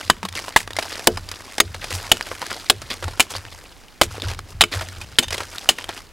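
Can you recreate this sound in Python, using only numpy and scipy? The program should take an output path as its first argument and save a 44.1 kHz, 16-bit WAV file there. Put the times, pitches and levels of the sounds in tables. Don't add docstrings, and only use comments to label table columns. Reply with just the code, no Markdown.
import sys
import numpy as np
from scipy import signal
from scipy.fft import rfft, irfft, next_fast_len
from scipy.io import wavfile
from scipy.ndimage import uniform_filter1d

SR = 44100
rng = np.random.default_rng(int(sys.argv[2]) if len(sys.argv) > 2 else 0)


def put_to_file(sound):
    columns = np.atleast_2d(sound).T
    safe = np.clip(columns, -1, 1)
    whole_steps = np.round(safe * 32767)
    wavfile.write(sys.argv[1], SR, whole_steps.astype(np.int16))


N = 269892

# frequency in Hz, relative level in dB.
FOREST_SPECTRUM = [(30, 9), (100, -5), (300, -5), (1000, -12.5), (2000, -13), (5000, -21.5), (15000, -30)]
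# frequency in Hz, relative level in dB.
BREEZE_SPECTRUM = [(8, -14), (20, -12), (40, -1.5), (100, -19), (400, -25.5), (2000, -45), (15000, -44)]
# start in seconds, level before the
# common trim in dB, decay time constant in seconds.
BOOMS = [(0, -41, 0.26), (.26, -37, 0.084), (.61, -39, 0.25), (1.07, -28.5, 0.12), (1.61, -32, 0.18),
         (1.89, -28, 0.048), (2.03, -40.5, 0.38), (2.71, -37, 0.2), (3.0, -30, 0.072), (3.3, -35, 0.12),
         (4.02, -31, 0.13), (4.21, -25, 0.097), (4.5, -31, 0.082), (4.72, -30.5, 0.15), (4.92, -35, 0.14),
         (5.23, -32.5, 0.14), (5.78, -45.5, 0.21)]
# frequency in Hz, relative level in dB.
BOOM_SPECTRUM = [(18, -59), (28, -21), (35, -1.5), (48, -32), (67, -6.5), (77, -11.5), (91, 1.5), (100, -4),
                 (115, -15.5), (160, -21.5), (400, -57), (2000, -79)]
# start in seconds, pitch in Hz, peak level in dB,
# time from start to peak in seconds.
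THUDS = [(0.225, 193, -26.5, 0.023), (1.914, 94, -28.5, 0.044), (3.039, 85, -25, 0.031),
         (4.236, 96.4, -28, 0.045), (4.748, 93, -22.5, 0.024)]
# loudest moment in seconds, level before the common
# gains in dB, half length (standard deviation of the bell curve) in seconds.
SWISHES = [(0.018, -38, 0.075), (.44, -39, 0.068), (0.96, -36.5, 0.13), (1.456, -44, 0.25),
           (2.05, -37, 0.16), (2.382, -39.5, 0.11), (2.567, -39, 0.11), (2.966, -45, 0.14),
           (3.125, -44, 0.069), (3.453, -47, 0.24), (4.152, -39.5, 0.038), (4.505, -46.5, 0.022),
           (4.91, -45, 0.084), (5.056, -48, 0.15), (5.392, -39.5, 0.051), (5.58, -40, 0.14),
           (5.972, -38.5, 0.034)]
# start in seconds, level before the common gains in dB,
# decay time constant in seconds, hiss relative to the body in dB before those gains.
CRUNCHES = [(.348, -27.5, .02, -7.5), (0.365, -28.5, .018, -9), (.595, -32.5, 0.018, -2.5),
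            (0.784, -36.5, 0.047, -10), (.903, -28.5, 0.029, -18), (1.3, -60, 0.02, -13),
            (1.735, -35, 0.018, -14), (1.815, -34.5, 0.029, -11), (1.903, -25.5, 0.017, -10),
            (1.935, -31.5, 0.028, 0), (2.256, -30.5, 0.019, -12), (2.495, -24.5, 0.019, -14),
            (2.898, -27, 0.026, -10.5), (3.21, -32, 0.0078, 3), (3.298, -33.5, 0.018, 1),
            (3.33, -32, 0.028, -17), (4.03, -37, 0.011, 5), (4.225, -31.5, 0.037, -15),
            (4.277, -30, 0.04, -13), (4.713, -26.5, 0.079, -9), (5.221, -29.5, 0.013, -5),
            (5.318, -29.5, 0.029, -8), (5.774, -36, 0.06, -10), (5.885, -35, 0.021, -17)]
# frequency in Hz, relative level in dB.
RUSTLE_SPECTRUM = [(25, -34), (80, -24), (250, -2.5), (500, -1.5), (1400, -1), (2800, -4), (5000, -5.5),
                   (6500, -17.5), (12000, -54)]
# frequency in Hz, relative level in dB.
LEAF_HISS_SPECTRUM = [(2500, -26), (5000, -3), (7000, -5), (10000, -8.5), (13000, -14), (15500, -25)]
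# start in seconds, level before the common gain in dB,
# centre of the tick in Hz, length before stretching in seconds, ring in Hz, ring relative to the tick
# in dB before the ring gain.
LARGE_CHIPS = [(0.011, -23, 2150, 0.002, 2900, -3), (.23, -24, 1640, 0.0051, 910, -3.5),
               (0.251, -19, 2150, 0.0043, 1095, 0), (.287, -24, 3620, 0.0028, 3310, -3),
               (.326, -28.5, 4100, 0.0015, 3560, -5), (0.482, -25, 1600, 0.0039, 1025, -4),
               (.676, -21.5, 1500, 0.0023, 1200, -1.5), (0.706, -28, 1920, 0.0046, 1850, -1),
               (.733, -23.5, 3400, 0.0011, 3750, 3), (0.766, -19.5, 3100, 0.0037, 2100, 2),
               (.787, -15, 1730, .0052, 664, -6), (.826, -22.5, 2300, .0046, 5000, -5),
               (0.994, -24.5, 2400, 0.0022, 734, -7), (1.173, -22.5, 1760, 0.0045, 4970, -6.5),
               (1.289, -24.5, 4000, 0.002, 4640, 1), (1.315, -24, 2670, 0.0033, 5900, -11),
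               (1.582, -15, 2170, 0.0029, 820, -4.5), (1.745, -21.5, 2420, 0.00085, 1980, -2),
               (1.842, -21.5, 2420, 0.0035, 2480, -6), (2.17, -22.5, 2500, 0.0016, 2900, -4),
               (2.21, -12.5, 1880, 0.00082, 1800, 6), (2.226, -25, 3900, 0.0017, 4830, 11),
               (2.315, -19, 1010, 0.0028, 510, 0.5), (2.417, -20, 1840, 0.0023, 770, -3),
               (2.426, -24.5, 1070, 0.0051, 1000, 0), (2.818, -26.5, 2210, 0.0044, 1290, -6),
               (3.025, -27.5, 1300, 0.011, 536, -7.5), (3.041, -21, 2200, 0.0025, 1340, -3),
               (3.08, -23, 1190, 0.0049, 870, -3), (3.364, -21.5, 4000, 0.0036, 4620, 0),
               (3.452, -27, 1170, 0.00085, 1390, -22), (4.181, -27.5, 700, 0.003, 470, 4),
               (4.22, -19, 2970, 0.0016, 3610, 2.5), (4.314, -23.5, 1950, 0.0025, 3150, -11),
               (4.391, -23, 1940, 0.0015, 1740, -5), (4.738, -22, 2300, 0.0022, 1870, 11),
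               (4.81, -24.5, 1700, 0.0088, 640, -6.5), (5.014, -28.5, 2400, 0.0065, 2470, -2.5),
               (5.283, -22, 3380, 0.0017, 2910, -3), (5.306, -24, 2700, 0.0047, 2840, -7),
               (5.343, -21, 2180, 0.0042, 2040, -10), (5.38, -23, 2280, 0.0041, 3250, -6),
               (5.404, -23, 1670, 0.0063, 1280, -13), (5.433, -24.5, 2480, 0.0018, 4030, -3),
               (5.583, -19, 3070, 0.001, 3810, 2), (5.659, -29.5, 1600, 0.0013, 1350, 8),
               (5.786, -23, 1800, 0.0032, 1840, 1.5), (5.842, -25.5, 2560, 0.0024, 3200, -1),
               (5.891, -16.5, 1130, 0.0033, 838, -3)]
# frequency in Hz, relative level in dB.
CHIP_SPECTRUM = [(30, -36), (100, 11), (500, 7), (1500, -1.5), (5000, -2.5), (6200, -5.5), (10000, -5),
                 (15500, -16.5)]
# start in seconds, crack level in dB, crack tilt in dB per octave, time the edge
# keeps biting in seconds, low crust note in Hz, its level in dB, high crust note in Hz, its level in dB,
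# burl level in dB, pitch the burl favours in Hz, steel level in dB, crumbling level in dB.
BLOWS = [(0.0994, -3.5, -0.5, 0.0014, 1010, 2, 1565, -0.5, -14, 179, -18, -22.5),
         (0.562, -6.5, -0.5, 0.0011, 892, 3.5, 1699, 4, -20, 150, -18.5, -10),
         (1.0717, 0.5, 1, 0.002, 678, -5, 897, -1.5, -1, 384, -22, -43),
         (1.6017, -3.5, 1, 0.0046, 1270, -7.5, 1917, -0.5, -11.5, 407, -9, -25.5),
         (2.1166, -3, 1.5, 0.003, 710, -5, 2970, 0, -11.5, 316, -7, -19),
         (2.6984, -3.5, -0.4, 0.0052, 665, -12, 3405, 1.5, -11.5, 470, -18, -22),
         (3.197, -7.5, -0.5, 0.00075, 725, -5.5, 2420, -7.5, -18, 267, -35, -50),
         (3.203, -8, 1.5, 0.0044, 1010, -10, 2395, -0.5, -28, 280, -17, -15.5),
         (4.0136, -3.5, -2.5, 0.0031, 610, -4, 1046, -5.5, -9.5, 337, -26, -11),
         (4.609, -7.5, -1.7, 0.002, 710, -5, 1950, -2.5, -33, 169, -11, -33),
         (4.615, -3.5, 0.5, 0.0024, 1140, -12, 2570, -10, -14, 298, -13.5, -29),
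         (4.6226, -22, -5, 0.0017, 1160, -18, 3200, -6.5, -29, 300, -19.5, -25),
         (4.6378, -16, 0, 0.0022, 1270, -12, 2230, -8, -20, 326, -22.5, -31),
         (5.186, -8, 0.3, 0.0072, 1816, -8.5, 3180, -1.5, -11.5, 272, -14, -17),
         (5.6899, -8, -0.4, 0.0049, 740, -8, 2730, -16, -15, 250, -12.5, -11.5)]
# frequency in Hz, relative level in dB.
CRACK_SPECTRUM = [(30, -46), (90, -14.5), (200, -15.5), (700, -2), (1400, -2), (2000, -0.5), (3200, 1),
                  (4300, -2), (5000, 0.5), (5900, -10.5), (7000, -3), (10000, -7), (15500, -19.5)]
# multiple of the note, level in dB, t60 in seconds.
CRUST_MODES = [(0.872, -16.5, 0.0255), (0.999, -2.5, 0.027), (1.102, -8.5, 0.036), (1.206, -3.5, 0.021)]
# mode in Hz, level in dB, t60 in seconds.
BURL_MODES = [(189, -14.5, 0.14), (240.5, -12.5, 0.13), (276, 6, 0.024), (346, -10, 0.14),
              (427.7, -9.5, 0.13), (492, -16, 0.13), (643, -4.5, 0.082), (716, -22, 0.12)]
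# mode in Hz, level in dB, t60 in seconds.
STEEL_MODES = [(1850, -13, 0.034), (2610, -19, 0.11), (2949, 3, 0.02), (3010, -1.5, 0.053),
               (3610, 4, 0.023), (3750, 3, 0.028), (4920, -15, 0.064), (4580, -27, 0.028),
               (6440, -8, 0.043), (6800, -20, 0.056)]
# frequency in Hz, relative level in dB.
CRUMBLE_SPECTRUM = [(50, -44), (200, -7), (1000, 0), (3800, 3.5), (5900, -6), (7200, 1), (11000, -8),
                    (15500, -17)]
# start in seconds, level in dB,
# decay time constant of the rub in seconds.
GRAZES = [(0.249, -35, 0.0022), (4.23, -50, 0.0029), (5.228, -22.5, 0.01), (5.283, -31.5, 0.004)]


def undb(db):
    return 10 ** (np.asarray(db) / 20)


def unit(x):
    return x / np.sqrt(np.mean(x ** 2) + 1e-18)


def colour(x, points):
    size = 2 * next_fast_len(len(x) // 2 + 1024, True)
    hz, db = np.transpose(points)
    f = np.maximum(np.fft.rfftfreq(size, 1 / SR), 1)
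    level_db = np.interp(np.log(f), np.log(hz), db)
    cepstrum = irfft(np.log(undb(level_db)))
    cepstrum[1:size // 2] *= 2
    cepstrum[size // 2 + 1:] = 0
    response = np.exp(rfft(cepstrum))
    return unit(irfft(rfft(x, size) * response)[:len(x)])


def add(track, s, sound):
    i = max(int(s * SR), 0)
    track[i:i + len(sound)] += sound[:N - i]


def crackle(size, rate, spread_db, smooth):
    strength = undb(spread_db * np.minimum(rng.exponential(size=size), 4.5))
    clicks = (rng.random(size) < rate / SR) * strength * rng.choice([-1, 1], size)
    return unit(unit(clicks) + smooth * rng.standard_normal(size))


def ring(modes, t, scatter_db, detune):
    hz, db, t60 = np.transpose(modes)[:, :, None]
    weight, tuning, sign = rng.standard_normal((3, len(modes), 1))
    waves = np.sign(sign) * np.sin(2 * np.pi * hz * (1 + detune * tuning) * t)
    strength = undb(db + scatter_db * np.clip(weight, -1, 1))
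    decay = np.exp(-np.log(1000) * t / t60)
    return np.sum(strength * decay * waves, axis=0)


def swell(s, rise_s, fall_s):
    t = np.arange(N) / SR - s
    return np.clip(t / rise_s, 0, 1) * np.exp(-np.maximum(t - rise_s, 0) / fall_s)


def flutter(rate, depth_db):
    knots = rng.standard_normal(int(N / SR * rate) + 2)
    wander = np.interp(np.arange(N) / SR * rate, np.arange(len(knots)), knots)
    return unit(undb(depth_db * wander))


def shifting(x, depth_db):
    octave = np.log2(np.maximum(np.fft.rfftfreq(N, 1 / SR), 1))
    place = np.clip(2 * (octave - 8.5), 0, 10)
    spectrum = rfft(x)
    bands = (irfft(spectrum * np.maximum(1 - abs(place - k), 0), N) for k in range(11))
    return unit(sum(band * flutter(rate=130, depth_db=depth_db) for band in bands))


def diffuse(x, db, t60, treble_db):
    t = np.arange(SR // 2) / SR
    tone = [(100, 11.5), (500, -11.5), (3000, -9.5), (12000, treble_db)]
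    scatter = colour(crackle(len(t), rate=1900, spread_db=5.0, smooth=0.56), tone)
    tail = scatter * np.exp(-np.log(1000) * t / t60)
    tail = tail / np.sqrt(np.sum(tail ** 2))
    return undb(db) * signal.fftconvolve(x, tail)[:N]


def forest(level_db=-47.5):
    return undb(level_db) * colour(rng.standard_normal(N), FOREST_SPECTRUM)


def breeze(level_db=-52):
    return undb(level_db) * colour(rng.standard_normal(N), BREEZE_SPECTRUM)


def rumble(trim_db=-1, boom_rise_s=0.055):
    powers = ((undb(db) * swell(s, boom_rise_s, fall_s)) ** 2 for s, db, fall_s in BOOMS)
    loudness = np.sqrt(sum(powers))
    boom = colour(rng.standard_normal(N), BOOM_SPECTRUM)
    boom = boom / np.sqrt(uniform_filter1d(boom ** 2, SR // 10) + 1e-6)
    out, t = boom * loudness * undb(trim_db), np.arange(SR // 4) / SR
    for s, hz, db, peak_s in THUDS:
        rise = (t / peak_s) ** 2
        add(out, s, undb(db) * rise * np.exp(1 - rise) * np.sin(2 * np.pi * hz * t))
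    return out


def snaps(rate=60, spread_db=2.0, fall_s=0.0016):
    strength = undb(spread_db * np.minimum(rng.exponential(size=N), 2.5))
    starts = (rng.random(N) < rate / SR) * strength
    envelope = signal.lfilter([1], [1, -np.exp(-1 / (fall_s * SR))], starts)
    return unit(envelope * rng.standard_normal(N))


def litter(rustle_gain_db=1.35, hiss_gain_db=2.9, snap_db=-5, swish_hiss_db=-7.5, idle_db=-55,
           crunch_rise_s=0.0093):
    t = np.arange(N) / SR
    moves = []
    for s, db, half_s in SWISHES:
        moves.append((undb(db) * np.exp(-((t - s) / half_s) ** 2 / 2), swish_hiss_db))
    for s, db, fall_s, bright_db in CRUNCHES:
        moves.append((undb(db) * swell(s, crunch_rise_s, fall_s), bright_db))
    moves.append((undb(idle_db), swish_hiss_db))
    body = np.sqrt(sum(size ** 2 for size, _ in moves))
    hiss = np.sqrt(sum((size * undb(bright_db)) ** 2 for size, bright_db in moves))
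    fits = flutter(rate=370, depth_db=3.5)
    grains = crackle(N, rate=1500, spread_db=3.5, smooth=0.88) * fits + undb(snap_db) * snaps()
    grains = shifting(grains, depth_db=5.0)
    crisp = shifting(crackle(N, rate=2000, spread_db=5, smooth=1.0) * fits, depth_db=-0.5)
    rustle = undb(rustle_gain_db) * body * colour(grains, RUSTLE_SPECTRUM)
    return rustle + undb(hiss_gain_db) * hiss * colour(crisp, LEAF_HISS_SPECTRUM)


def small_chips(count=3, scatter_falls=1.1, level_db=1, spread_db=1.5, centre_hz=2660, spread_octaves=0.54,
                length_s=0.0017, ring_db=-6):
    rows = []
    for s, db, fall_s, _ in CRUNCHES:
        for k, (late, strength, size, note) in enumerate(rng.uniform(-1, 1, (count, 4))):
            delay_s = scatter_falls * fall_s * (2 * k + 1 + late) / count
            tick_hz, ring_hz = centre_hz * 2 ** (spread_octaves * np.array([size, note]))
            chip_db = db + level_db + spread_db * strength
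            rows.append((s + delay_s, chip_db, tick_hz, length_s, ring_hz, ring_db))
    return rows


def chips(gain_db=2.3, focus_db=5.5, stretch=1.36, ring_gain_db=3.0, ring_stretch=1.05):
    out, t = np.zeros(N), np.arange(SR // 20) / SR
    for s, db, centre_hz, length_s, ring_hz, ring_db in LARGE_CHIPS + small_chips():
        tone = [(hz, level - focus_db * abs(np.log2(hz / centre_hz))) for hz, level in CHIP_SPECTRUM]
        tick = colour(crackle(len(t), rate=5000, spread_db=3.0, smooth=0.63), tone)
        tick = tick * np.exp(-t / (stretch * length_s))
        note = np.sin(2 * np.pi * ring_hz * t) * np.exp(-t / (ring_stretch * length_s))
        share = undb(ring_db)
        chip = (tick + undb(ring_gain_db) * share * note) / np.hypot(1, share)
        add(out, s, undb(db + gain_db) * chip)
    return out


def crack(t, tilt_db, bite_s, fall_s=0.0029):
    tone = [(hz, db + tilt_db * np.log2(hz)) for hz, db in CRACK_SPECTRUM]
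    bite = np.exp(-np.maximum(t - bite_s, 0) / fall_s)
    return colour(crackle(len(t), rate=6000, spread_db=4.5, smooth=0.58), tone) * bite


def crust(t, notes):
    modes = [(k * hz, db + level, t60) for hz, level in notes for k, db, t60 in CRUST_MODES]
    return ring(modes, t, scatter_db=-0.4, detune=0.0055)


def burl(t, pitch_hz, rise_s=0.0056, focus_db=7, thump_db=-9, thump_fall_s=0.011):
    rise = 1 - np.exp(-t / rise_s)
    favoured = [(hz, db - focus_db * abs(np.log2(hz / pitch_hz)), t60) for hz, db, t60 in BURL_MODES]
    knock = ring(favoured, t, scatter_db=0.5, detune=0.025) * rise
    band = [(pitch_hz / 3, -30), (pitch_hz / 1.85, -2), (pitch_hz * 1.53, 0), (pitch_hz * 4, -36)]
    thump = colour(rng.standard_normal(len(t)), band) * np.exp(-t / thump_fall_s) * rise
    return knock + undb(thump_db) * thump


def crumbs(t, fall_s=0.013):
    grains = crackle(len(t), rate=3100, spread_db=5.0, smooth=0.57)
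    return colour(grains, CRUMBLE_SPECTRUM) * np.exp(-t / fall_s)


def hatchet():
    out, t = np.zeros(N), np.arange(SR // 6) / SR
    for (s, crack_db, tilt_db, bite_s, low_hz, low_db, high_hz, high_db,
         burl_db, burl_hz, steel_db, crumble_db) in BLOWS:
        blow = undb(crack_db) * crack(t, tilt_db, bite_s)
        blow += crust(t, [(low_hz, low_db), (high_hz, high_db)])
        blow += undb(burl_db) * burl(t, burl_hz)
        blow += undb(steel_db) * ring(STEEL_MODES, t, scatter_db=8.5, detune=0.0052)
        blow += undb(crumble_db) * crumbs(t)
        add(out, s, blow)
    return out


def trunks(blows):
    return diffuse(blows, db=-33, t60=0.99, treble_db=-14)


def grazes():
    out, t = np.zeros(N), np.arange(SR // 10) / SR
    for s, db, length_s in GRAZES:
        rub = rng.standard_normal(len(t)) * np.exp(-t / length_s)
        rub = rub / np.sqrt(np.sum(rub ** 2))
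        steel = ring(STEEL_MODES, t, scatter_db=-3.0, detune=0.014)
        add(out, s, undb(db) * signal.fftconvolve(rub, steel))
    return out


def scene(width_db=-28):
    blows = hatchet() + grazes()
    work = blows + chips() + litter()
    mid = work + trunks(blows) + rumble() + forest()
    width = undb(width_db) * (np.roll(mid, 1) - np.roll(mid, -1))
    spread = diffuse(work, db=-49.5, t60=0.16, treble_db=-8)
    side = width + spread + breeze()
    return mid + side * np.array([[1], [-1]])


def record(dry, low_cut_hz=27, top_hz=15900):
    low_cut = signal.butter(4, low_cut_hz, "high", fs=SR, output="sos")
    heard = signal.sosfilt(low_cut, dry)
    clipped = np.clip(heard, -1, 1)
    top_cut = signal.ellip(8, .1, 60, top_hz, fs=SR, output="sos")
    return signal.sosfiltfilt(top_cut, clipped)


dry = scene()
out = record(dry)
put_to_file(out)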